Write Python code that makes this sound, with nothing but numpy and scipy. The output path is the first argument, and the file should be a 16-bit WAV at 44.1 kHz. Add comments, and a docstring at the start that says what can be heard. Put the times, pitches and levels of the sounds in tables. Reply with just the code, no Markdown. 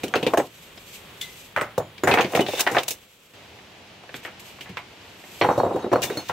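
"""Stones are thrown and set down in a hollow between wet boulders. Each knock is a short contact pulse plus a dense
swarm of filtered-noise echoes; boots and heavy stones boom in the ground; small stones and a flat stone ring as
decaying sines. Tumbling stones are coarse grains in the hollow's modes; scraping grit and rustling cloth are
finer grains. A stream hisses behind as shaped noise, first heard from inside the hollow, then from the open."""
import sys
import numpy as np
from scipy.fft import rfft, irfft, next_fast_len
from scipy.io import wavfile
from scipy.ndimage import uniform_filter1d, map_coordinates

SR = 44100
rng = np.random.default_rng(int(sys.argv[2]) if len(sys.argv) > 2 else 0)


def inscribe(sig):
    """Save sig as 16-bit PCM at rate SR to the path in sys.argv[1].

    A 1-D sig is mono; a 2-D sig holds one channel per row.
    Samples are clipped to [-1, 1] before scaling.
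    """
    pcm = np.round(np.clip(np.atleast_2d(sig).T, -1, 1) * 32767)
    wavfile.write(sys.argv[1], SR, pcm.astype(np.int16))


N = 278712

# left-right likeness of the stream and the rustle: f/Hz, likeness (1 = same on both sides)
STREAM_LIKENESS = [(60, 1), (180, 0.97), (550, 0.75), (1650, 0.46), (4970, 0.24), (15000, 0.17)]
# left-right likeness of the stone sounds: f/Hz, likeness (1 = same on both sides)
STONE_LIKENESS = [(60, 1.0), (120, 1.0), (240, 1), (480, 0.98), (950, 0.82), (1890, 0.78), (3770, 0.47),
                  (7520, 0.15), (15000, 0.25)]
# spectrum of grit between stones: f/Hz, density/dB per Hz
GRIT_SPECTRUM = [(880, -26), (1500, -6.5), (1900, -3.5), (2890, 5), (3210, -5.5), (3580, 2.5), (4440, -5.5),
                 (6190, -4), (8880, -11), (10100, -15), (15500, -11)]
# modes of the flat stone: f/Hz, level/dB, t60/s
SLAB_MODES = [(3817, -6.5, 0.25), (4160, -6, 0.12), (4297, 5, 0.14), (5650, -6.5, 0.18), (6420, -9.5, 0.24),
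              (7560, -3, 0.078), (9150, -4, 0.074)]
# stones tumbling, one list a throw: t/s, rumble/dB, grit hiss/dB
THROWS = [
    [(.03, -60, -74), (.2, -38, -57), (.42, -35, -48), (.5, -56.5, -86)],
    [(1.56, -60, -70), (1.63, -36, -52), (1.72, -60, -59)],
    [(2.04, -34.5, -52), (2.12, -25, -42), (2.165, -34, -44), (2.2, -23.5, -40), (2.3, -49.5, -46),
     (2.4, -32, -37), (2.45, -38, -44.5), (2.48, -41.5, -36), (2.6, -45, -30.5), (2.66, -41, -46),
     (2.79, -29.5, -33), (2.85, -48, -49), (2.92, -55.5, -49), (3.0, -75, -85)],
    [(5.41, -40.5, -58), (5.46, -23.5, -52), (5.6, -35.5, -69), (5.8, -33.5, -57), (5.9, -44, -73),
     (6.0, -31.5, -49), (6.2, -40, -43), (6.32, -66, -46.5)],
]


def amp(db):
    """Amplitude ratio of a level in dB."""
    return 10 ** (np.asarray(db) / 20)


def unit(x):
    """x scaled to rms 1."""
    return x / np.sqrt(np.mean(np.abs(x) ** 2) + 1e-20)


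def along(points, f_hz):
    """Curve through (Hz, value) points on a log frequency axis."""
    f, v = np.transpose(points)
    return np.interp(np.log(f_hz + 1), np.log(f + 1), v)


def level(t_s, db):
    """Gain per sample from times and dB, -120 dB outside them."""
    return amp(np.interp(np.arange(N) / SR, t_s, db, left=-120, right=-120))


def swell(peak_s, db, rise_s, fall_s):
    """Gain that climbs to its peak and falls, straight in dB; rise and fall span 20 dB, at least 1 ms."""
    t = np.arange(N) / SR - peak_s
    rising = -t / max(rise_s, .001)
    falling = t / max(fall_s, .001)
    return amp(db - 20 * np.where(t < 0, rising, falling))


def wobble(rate_hz):
    """Smooth random curve with rate_hz knots a second."""
    knots = rng.standard_normal(int(N * rate_hz / SR) + 4)
    return map_coordinates(knots, [np.arange(N) * rate_hz / SR])


def add_at(out, t_s, sound):
    """Mix a sound into out, in place, from t_s on."""
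    start = round(t_s * SR)
    out[..., start:start + sound.shape[-1]] += sound


def filtered(x, response):
    """x times a complex response of frequency."""
    n = x.shape[-1]
    m = next_fast_len(n + 4096)
    return irfft(rfft(x, m) * response(np.fft.rfftfreq(m, 1 / SR)), m)[..., :n]


def resonance(f, f0_hz, width_hz):
    """Causal band-pass of one damped mode."""
    return 1j * f * width_hz / (f0_hz * f0_hz - f * f + 1j * f * width_hz)


def hollow(f):
    """Broad modes of the air between the boulders, alternating in sign, over an even share."""
    # air modes: f/Hz, width/Hz, level/dB
    air_modes = [(303, 310, -6), (407.2, 58, 8), (498, 43, 0), (630, 49, 5.5), (700, 49, 4),
                 (798, 118, 7.5), (1064, 73, -7.5), (1290, 51, -47)]
    modes = sum((-1) ** k * amp(db) * resonance(f, f0, width) for k, (f0, width, db) in enumerate(air_modes))
    little_bass = (1j * f / (170 + 1j * f)) ** 2  # small stones radiate little of it
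    return (0.91 + modes) * little_bass


def body(f, f0_hz, relative_width):
    """Broad band around a stone's pitch; its own note and two chance neighbours stand out."""
    notes_hz = f0_hz * np.array([1, *np.exp(rng.normal(0, 0.368, 2))])
    notes = sum(resonance(f, note_hz, 0.066 * note_hz) for note_hz in notes_hz)
    return resonance(f, f0_hz, relative_width * f0_hz) ** 3 * (1 + 1.27 * notes)


def spread(pair, likeness, colour):
    """Two unrelated signals become left and right, as alike as the table says; rms 1."""
    def mid_side_response(f):
        turn = np.arccos(np.clip(along(likeness, f), -1, 1)) / 2
        return colour(f) * np.array([np.cos(turn), np.sin(turn)])

    mid, side = filtered(pair, mid_side_response)
    return unit(np.array([mid + side, mid - side]))


def grains(shape, lumpy_db):
    """Noise whose samples differ widely in size: many tiny contacts."""
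    return rng.standard_normal(shape) * amp(lumpy_db * rng.standard_normal(shape))


def brushing(spectrum, likeness, clump_db, lumpy_db):
    """Fine grains, clumped in time; rms 1."""
    fine = spread(grains((2, N), lumpy_db), likeness, lambda f: amp(along(spectrum, f)))
    return unit(amp(clump_db * wobble(60)) * fine)


def swarm(t, colour, rise_s, t60_s, direct, echoes_per_s):
    """Contact pulse, then a swarm of echoes under one dying envelope; rms 1 over the first 20 ms."""
    hits = rng.random((2, len(t))) < echoes_per_s / SR
    sparse = hits * np.sqrt(SR / echoes_per_s) + 0.54
    tail = filtered(spread(sparse * rng.standard_normal((2, len(t))), STONE_LIKENESS, lambda f: 1), colour)
    tail = np.roll(tail, -SR // 50, axis=1)  # the filter's own build-up goes to the end
    energy = np.abs(uniform_filter1d(np.mean(tail ** 2, axis=0), size=SR // 150))
    tail = tail / (energy + 0.15 * energy.mean()) ** 0.48  # the tail's uneven loudness is partly smoothed out
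    early_boost = 1 + 0.85 * np.exp(-t / 0.019)
    envelope = amp(-60 * t / t60_s) * early_boost * (1 - np.exp(-t / rise_s))
    pulse = filtered(1. * (t == 0), colour)
    pulse = direct * np.sqrt(SR) * pulse / np.linalg.norm(pulse)
    sound = unit(tail) * envelope + pulse
    return sound / np.sqrt(np.mean(sound[:, :SR // 50] ** 2))


def ring(f_hz, db, t60_s, drift_rad, touch_db):
    """One mode, broken up as the stone keeps touching its neighbours; its phase differs at each side."""
    t = np.arange(SR // 3) / SR
    wander = np.cumsum(rng.standard_normal(len(t))) * drift_rad  # random step a sample
    touch = map_coordinates(rng.standard_normal(40), [t * 90])
    phase = 2 * np.pi * f_hz * t + wander + rng.normal(0, 0.4, (2, 1))
    decay = amp(db + touch_db * touch - 60 * t / max(t60_s, .02))
    return decay * (1 - np.exp(-t / 0.00052)) * np.sin(phase)


def tumbling(column):
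    """Gain per sample of one column of the throws: 1 rumble, 2 grit hiss."""
    return sum(level(np.transpose(rows)[0], np.transpose(rows)[column]) for rows in THROWS)


def stream():
    """Far water: lumpy noise, gently flickering, in two perspectives."""
    # level in the hollow, then in the open: t/s, level/dB
    near_level = [(0, -43.5), (.5, -51.5), (.75, -48), (1.1, -46), (1.9, -48.5), (2.9, -48), (3.1, -56.5),
                  (3.335, -54.5)]
    open_level = [(3.336, -46), (6.32, -46.5)]
    # spectrum in the hollow, then in the open: f/Hz, density/dB per Hz
    near_spectrum = [(15, -37), (25, -2), (178, -2.5), (305, -6.5), (509, -4), (631, -9.5), (1080, -10),
                     (1620, -11.5), (1850, -10), (2120, -10.5), (3260, -9), (5580, -24.5), (7910, -29),
                     (15500, -27.5)]
    open_spectrum = [(15, -50), (25, -16), (91, 1), (156, -5), (204, -0.5), (240, -6), (368, -4.5),
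                     (509, -6.5), (703, -6), (1240, -11.5), (2920, -8.5), (6920, -23), (8130, -28.5),
                     (15500, -41)]

    def water(spectrum):
        return spread(grains((2, N), lumpy_db=2.5), STREAM_LIKENESS, lambda f: amp(along(spectrum, f)))

    near = level(*np.transpose(near_level)) * water(near_spectrum)
    far = level(*np.transpose(open_level)) * water(open_spectrum)
    flicker_db = 0.84 * wobble(6.7) + 0.23 * wobble(22.97)
    return amp(flicker_db) * (near + far)


def rustle():
    """Cloth and leaves brushing as someone moves: soft fine grains that swell and fall."""
    # brushes: peak t/s, level/dB, 20 dB rise/s, 20 dB fall/s (swell takes at least 1 ms)
    brushes = [(.476, -54, 6, -0.66), (.632, -50, 0.4, .15), (.96, -43.5, 0.23, .08),
               (1.212, -34, -0.04, 0.02), (1.426, -46, .5, .13), (3.05, -56, 3.5, 1.8),
               (4.165, -42, .03, .05), (4.238, -46, .012, .08), (4.398, -44, .005, .04),
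               (4.46, -44, .025, .11), (4.62, -47, .03, .05), (4.772, -50, .005, .04),
               (5.41, -44.5, 0.47, 0.55)]
    # f/Hz, density/dB per Hz
    airy_spectrum = [(880, -27), (1500, -12), (1590, -24), (2440, 1), (3690, -4), (4990, -8), (8210, -5),
                     (9600, -19), (11900, -5), (15500, -16)]
    gain = sum(swell(*row) for row in brushes)
    return gain * brushing(airy_spectrum, STREAM_LIKENESS, clump_db=1.5, lumpy_db=0.0)


def grit_scrape():
    """Grit between tumbling stones and skidding under single ones: fine lumpy grains."""
    # skids: peak t/s, hiss/dB
    skid_rows = [(0.04, -28), (.156, -34), (.298, -42.5), (1.778, -60), (2.208, -37), (2.362, -24.5),
                 (2.606, -23.5), (5.932, -31), (6.03, -21), (6.289, -35.5)]
    skids = sum(swell(s, db, rise_s=0.0067, fall_s=0.023) for s, db in skid_rows)
    gain = tumbling(column=2) + skids
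    return gain * brushing(GRIT_SPECTRUM, STONE_LIKENESS, clump_db=1.9, lumpy_db=2.5)


def roll():
    """Coarse grains excite the hollow while stones tumble."""
    def colour(f):
        return hollow(f) * resonance(f, 340, 1630) ** 2 / (1 + (f / 1400) ** 4)

    clumps = amp(3 * wobble(70))
    return tumbling(column=1) * spread(clumps * grains((2, N), lumpy_db=3), STONE_LIKENESS, colour)


def rattles():
    """Small contacts at chance moments, more often and louder where the stones tumble hard."""
    count = 16
    rumble = tumbling(column=1)
    often = np.cumsum(np.sqrt(rumble) * (rumble > amp(-60)))
    when, size, pitch = rng.random((count, 3)).T
    at = np.searchsorted(often, (np.arange(count) + when) / count * often[-1]).clip(0, N - 1)
    thud_hz = 600 * 2 ** (pitch - .5)
    thud_db = 20 * np.log10(rumble[at]) + 2 - 8 * size
    hiss_db = 20 * np.log10(tumbling(column=2)[at] / rumble[at]).clip(max=-12)  # over the rumble
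    # same columns as the knocks
    return [(a / SR, db, hz, 3.3 * hz, 7.5 + hiss, 1 + hiss, 0.062)
            for a, db, hz, hiss in zip(at, thud_db, thud_hz, hiss_db)]


def knocks():
    """Stone or boot on stone, in three bands: the hollow thuds, the stone clacks, grit hisses."""
    # contacts: t/s, thud/dB, thud centre f/Hz, clack centre f/Hz, clack over thud/dB, grit over thud/dB, t60/s
    contacts = [(.034, -25, 369, 2440, -10, -14, 0.22), (0.081, -42, 227, 3000, -2, -3.5, 0.066),
                (.139, -24.5, 543, 1566, 2.5, -45, 0.2), (.156, -20, 415, 2670, -7.5, -19.5, 0.2),
                (.228, -23.5, 344, 3000, -7.5, -21, 0.15), (.266, -17.5, 426, 2670, -8, -21, 0.14),
                (.336, -15.5, 670, 1584, -15, -23.5, 0.082), (.373, -16, 419, 1790, -10.5, -15.5, 0.18),
                (.399, -21.5, 555, 1810, -12.5, -44, 0.063), (.776, -49, 646, 3160, 3.5, -25, 0.078),
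                (1.213, -54.5, 437, 3300, 18.5, 17, 0.4), (1.563, -31.5, 950, 1490, 8, -15, 0.061),
                (1.573, -22.5, 1290, 1420, -7, -23, 0.37), (1.613, -27, 580, 1360, 0.5, -13.5, 0.19),
                (1.779, -19, 582, 2880, -38, -17, 0.099), (1.799, -28, 640, 1430, -41, -25, 0.23),
                (1.98, -57, 447, 3170, 13.5, -15, .12), (2.035, -19, 378, 1530, -9.5, -17.5, 0.23),
                (2.073, -16, 655, 1620, -3.5, -15, 0.59), (2.1, -22, 700, 1590, -17, -35, 0.12),
                (2.113, -21.5, 416, 2420, -1, -34, 0.21), (2.139, -18.5, 720, 2150, -1.5, -14.5, 0.11),
                (2.173, -19, 630, 1437, -1, -35, 0.23), (2.186, -24.5, 906, 2100, 2, -41, 0.1),
                (2.196, -20, 724, 2200, -7, -37, 0.083), (2.209, -25.5, 740, 2470, 1.5, -12, 0.18),
                (2.245, -25, 295, 2460, -6, -36, 0.17), (2.321, -33, 706, 1860, -15, -9, 0.24),
                (2.335, -25.5, 585, 2570, -13, -39, 0.095), (2.35, -18.5, 498, 2250, -5, -14.5, 0.17),
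                (2.373, -22, 690, 1490, -14, -31, 0.041), (2.392, -15.5, 401, 2050, -11, -31, 0.15),
                (2.407, -28.5, 393, 2780, -3.5, -6.5, 0.12), (2.464, -39, 600, 2840, 5.5, -19, 0.087),
                (2.485, -26, 610, 2880, -10, -19, 0.13), (2.534, -26, 527, 2570, -18, -34.5, .11),
                (2.575, -41.5, 436, 3020, 7, 2, 0.21), (2.594, -31, 840, 1600, 1, 5.5, 0.26),
                (2.607, -34.5, 624, 2350, -4, 15, 0.055), (2.666, -22.5, 800, 1980, -0.5, -27, 0.33),
                (2.673, -26, 1290, 1980, 5, -15, 0.077), (2.714, -31, 372, 1720, -13, -5.5, 0.29),
                (2.748, -25, 840, 1600, -1.5, -38, 0.29), (2.767, -17.5, 688, 1730, -1.5, -50, 0.1),
                (2.784, -22, 710, 3050, -1.5, -42, 0.11), (2.833, -46.5, 560, 2680, 8, 10, 0.043),
                (2.881, -38, 800, 2880, -19, 14, 0.095), (2.906, -40.5, 497, 2396, -16, 14, .15),
                (3.588, -59.5, 627, 2030, 8.5, -24, 0.13), (4.037, -48, 836, 2550, -9, -20, .08),
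                (4.092, -48, 630, 1900, 3.5, -27, .12), (4.142, -40, 382, 2330, 3, -16, 0.26),
                (4.231, -54, 751, 2500, 4, -16, .14), (4.25, -41, 634, 1880, 7, -26, 0.27),
                (4.277, -44.5, 580, 1410, 2.5, -31, .16), (4.587, -49, 1160, 1430, -28, -24, 0.087),
                (4.609, -47.5, 366, 2780, 10, -1, 0.15), (4.658, -48, 791, 1950, 3, -19.5, 0.55),
                (4.692, -37.5, 206, 2720, -9.5, -18, 0.25), (4.77, -34, 1145, 2320, 1, -31, 0.21),
                (5.239, -48.5, 665, 1810, 0, -29, .12), (5.413, -16.5, 816, 2240, -6, -52, 0.19),
                (5.421, -24, 600, 1900, -5, -42, 0.37), (5.445, -18.5, 850, 1450, -24, -40, .1),
                (5.488, -16, 817, 1330, -17, -52, 0.12), (5.511, -23, 810, 1420, -41, -44, 0.36),
                (5.578, -18, 545, 1590, -45, -25, 0.26), (5.599, -18.5, 607, 1550, -50.5, -38, 0.11),
                (5.633, -17, 540, 1400, -46, -51, 0.3), (5.664, -23, 535, 1460, -40, -45, 0.12),
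                (5.709, -25, 516, 1400, -37, -49, 0.43), (5.745, -24, 376, 1390, -38, -51, 0.23),
                (5.759, -24.5, 563, 1570, -39, -26.5, 0.1), (5.841, -25.5, 377, 1380, -15.5, -51, 0.19),
                (5.865, -27, 400, 1380, -35, -41, 0.061), (5.917, -21, 368, 1770, -17, -41, .19),
                (5.929, -14, 600, 1400, -21, -58, 0.23), (5.958, -18.5, 770, 1910, -48, -30.5, .12),
                (6.019, -44, 435, 2940, 5, 11.5, 0.088), (6.034, -36, 710, 2320, 5, 10, 0.22),
                (6.099, -26, 415, 1895, -10, -19, 0.19), (6.171, -29, 298, 1420, -10, -10.5, 0.17),
                (6.295, -25, 910, 1940, -9, -46, 0.17)]
    # where the stones and boots are: t/s, left over right in the treble/dB
    place = [(0, 1.5), (1.3, 5), (1.5, -1.5), (2.4, 2), (2.9, 0), (4.0, -1), (5.5, -1.5), (6.32, .5)]
    out, t = np.zeros((2, N + SR)), np.arange(SR // 3) / SR
    for s, db, thud_hz, clack_hz, clack_db, grit_db, t60_s in contacts + rattles():
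        t60_s = max(t60_s, .02)
        pan_db = np.interp(s, *np.transpose(place)) + rng.normal(0, 1.5)

        def thud_colour(f):
            soft = 1 / (1 + 1j * f / (2.43 * thud_hz)) ** 4  # contact too long to drive high frequencies
            return body(f, thud_hz, 2.82) * soft * hollow(f)

        def clack_colour(f):
            return body(f, clack_hz, 1.67) / (1 + 1j * f / (1.96 * clack_hz)) ** 2

        def grit_colour(f):
            return amp(along(GRIT_SPECTRUM, f)) * resonance(f, 10400, 10000)

        thud = swarm(t, thud_colour, 0.4 / thud_hz, t60_s, direct=0.095, echoes_per_s=400)
        clack = swarm(t, clack_colour, 0.00024, 0.83 * t60_s, direct=0.039, echoes_per_s=1400)
        grit = swarm(t, grit_colour, 0.00084, 0.84 * t60_s, direct=0.016, echoes_per_s=5800)
        bright = amp(clack_db) * clack + amp(grit_db) * grit
        panned = bright * amp([[pan_db / 2], [-pan_db / 2]])  # the thud has no pan
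        add_at(out, s, amp(db) * (thud + panned))
    return out[:, :N]


def thumps():
    """Heavy landings shake the ground, which booms in one low band, without pan."""
    # landings: t/s, boom/dB
    landings = [(0.035, -41), (0.157, -37.5), (.228, -42), (0.268, -37), (.373, -43), (1.564, -40.5),
                (1.611, -40), (1.779, -31), (2.035, -33.5), (2.073, -32), (2.113, -36), (2.201, -41.5),
                (2.351, -31.5), (2.486, -41.5), (2.725, -38), (4.14, -51), (4.608, -52), (4.693, -40),
                (4.721, -45), (5.416, -33), (5.443, -40), (5.488, -31.5), (5.576, -29), (5.635, -32),
                (5.759, -40.5), (5.925, -31.5), (6.034, -38), (6.17, -40), (6.295, -39)]
    out, t = np.zeros((2, N + SR)), np.arange(SR // 3) / SR
    for s, db in landings:
        boom = swarm(t, lambda f: resonance(f, 123.5, 110) ** 3, rise_s=0.005, t60_s=0.48,
                     direct=0.14, echoes_per_s=530)
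        add_at(out, s, amp(db) * boom)
    return out[:, :N]


def clinks():
    """Small hard stones that sing one decaying note each."""
    # notes: t/s, f/Hz, level/dB, t60/s
    notes = [(.138, 6420, -37, 0.11), (.138, 7740, -42, .1), (0.157, 2620, -25, 0.063),
             (.232, 2600, -31, 0.12), (.373, 6520, -33.5, 0.13), (0.374, 8900, -42, 0.087),
             (.39, 7850, -43, 0.16), (1.212, 3500, -24, 0.077), (1.225, 2050, -39, 0.44),
             (1.61, 8120, -29, 0.049), (1.779, 7000, -50, 0.32), (2.035, 6960, -29, 0.095),
             (2.076, 6960, -41, .08), (2.113, 2520, -21, 0.22), (2.208, 6500, -30.5, 0.099),
             (2.411, 2970, -25, 0.13), (2.465, 3610, -40, 0.51), (2.55, 3580, -35, 0.17),
             (2.58, 3620, -33, 0.08), (6.026, 2840, -23, 0.05), (6.07, 3540, -38, 0.16)]
    out = np.zeros((2, N + SR))
    for s, f_hz, db, t60_s in notes:
        add_at(out, s, ring(f_hz, db, t60_s, drift_rad=0.056, touch_db=3.5))
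    return out[:, :N]


def cracks():
    """Sharp cracks at the start of some knocks: one short band-passed pulse each."""
    # pulses: t/s, peak/dB, centre f/Hz
    crack_rows = [(.139, -11, 1600), (0.339, -16.5, 900), (1.563, -21, 1740), (1.613, -14, 1470),
                  (1.779, -14, 760), (2.037, -9, 930), (2.076, -11, 900), (4.143, -21, 1800),
                  (4.251, -25, 1890), (4.771, -20, 1880)]
    out = np.zeros(N + SR)
    kick = 1. * (np.arange(SR // 50) == 0)
    for s, db, f_hz in crack_rows:
        pulse = filtered(kick, lambda f: resonance(f, f_hz, 1.36 * f_hz) ** 2 / (1 + 1j * f / (3 * f_hz)) ** 2)
        add_at(out, s, amp(db) * pulse / np.abs(pulse).max())
    return out[:N]


def slab_dragging():
    """The flat stone keeps singing while it grinds on its neighbours: grains excite its modes."""
    def modes(f):
        width_per_t60 = np.log(1000) / np.pi  # a mode's width in Hz times its t60 in s
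        return sum(amp(db) * resonance(f, f0, width_per_t60 / t60) ** 2 for f0, db, t60 in SLAB_MODES)

    s, rumble_db, _ = np.transpose(THROWS[-1])
    touches = spread(amp(4.3 * wobble(40)) * grains((2, N), lumpy_db=7), STONE_LIKENESS, modes)
    return level(s, rumble_db - 28) * touches


def slab_blows():
    """Blows ring all modes of the flat stone; those far from the favoured one answer weakly."""
    # blows: t/s, level/dB, f/Hz that the struck spot favours
    blows = [(5.414, -31.5, 4170), (5.413, -32, 5650), (5.431, -35, 3817), (5.49, -37, 3817),
             (5.487, -44, 7560), (5.511, -38, 6320), (5.512, -38, 5650), (5.55, -53, 7560),
             (5.56, -58, 6420), (5.575, -36, 3817), (5.585, -39, 5650), (5.592, -42.5, 4297),
             (5.635, -40, 3817), (5.65, -45, 7560), (5.735, -43, 3817), (5.795, -43, 6420),
             (5.822, -37.5, 3817), (5.918, -37, 5650), (5.949, -44, 4297), (6.109, -34.5, 3817),
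             (6.173, -31, 4297), (6.172, -32, 6420)]
    out = np.zeros((2, N + SR))
    for s, db, spot_hz in blows:
        for f_hz, mode_db, t60_s in SLAB_MODES:
            weaker_db = min(110 * abs(np.log2(f_hz / spot_hz)), 19)
            add_at(out, s, ring(f_hz, db + mode_db - weaker_db, t60_s, drift_rad=.015, touch_db=1.5))
    return out[:, :N]


def scene():
    """Sum of all sources, left and right."""
    background = stream() + rustle()
    loose = grit_scrape() + roll()
    contacts = knocks() + thumps() + clinks() + cracks()
    flat_stone = slab_dragging() + slab_blows()
    return background + loose + contacts + flat_stone


def record(dry):
    """Loud peaks are softly rounded; the microphone drops the deepest bass; nothing stays above the band limit."""
    top_hz, bass_hz = 15750, 45
    soft = dry / (1 + np.abs(dry / .8) ** 4) ** (1 / 4)
    return filtered(soft, lambda f: (f < top_hz) * (1j * f / (bass_hz + 1j * f)) ** 2)


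dry = scene()
out = record(dry)
inscribe(out)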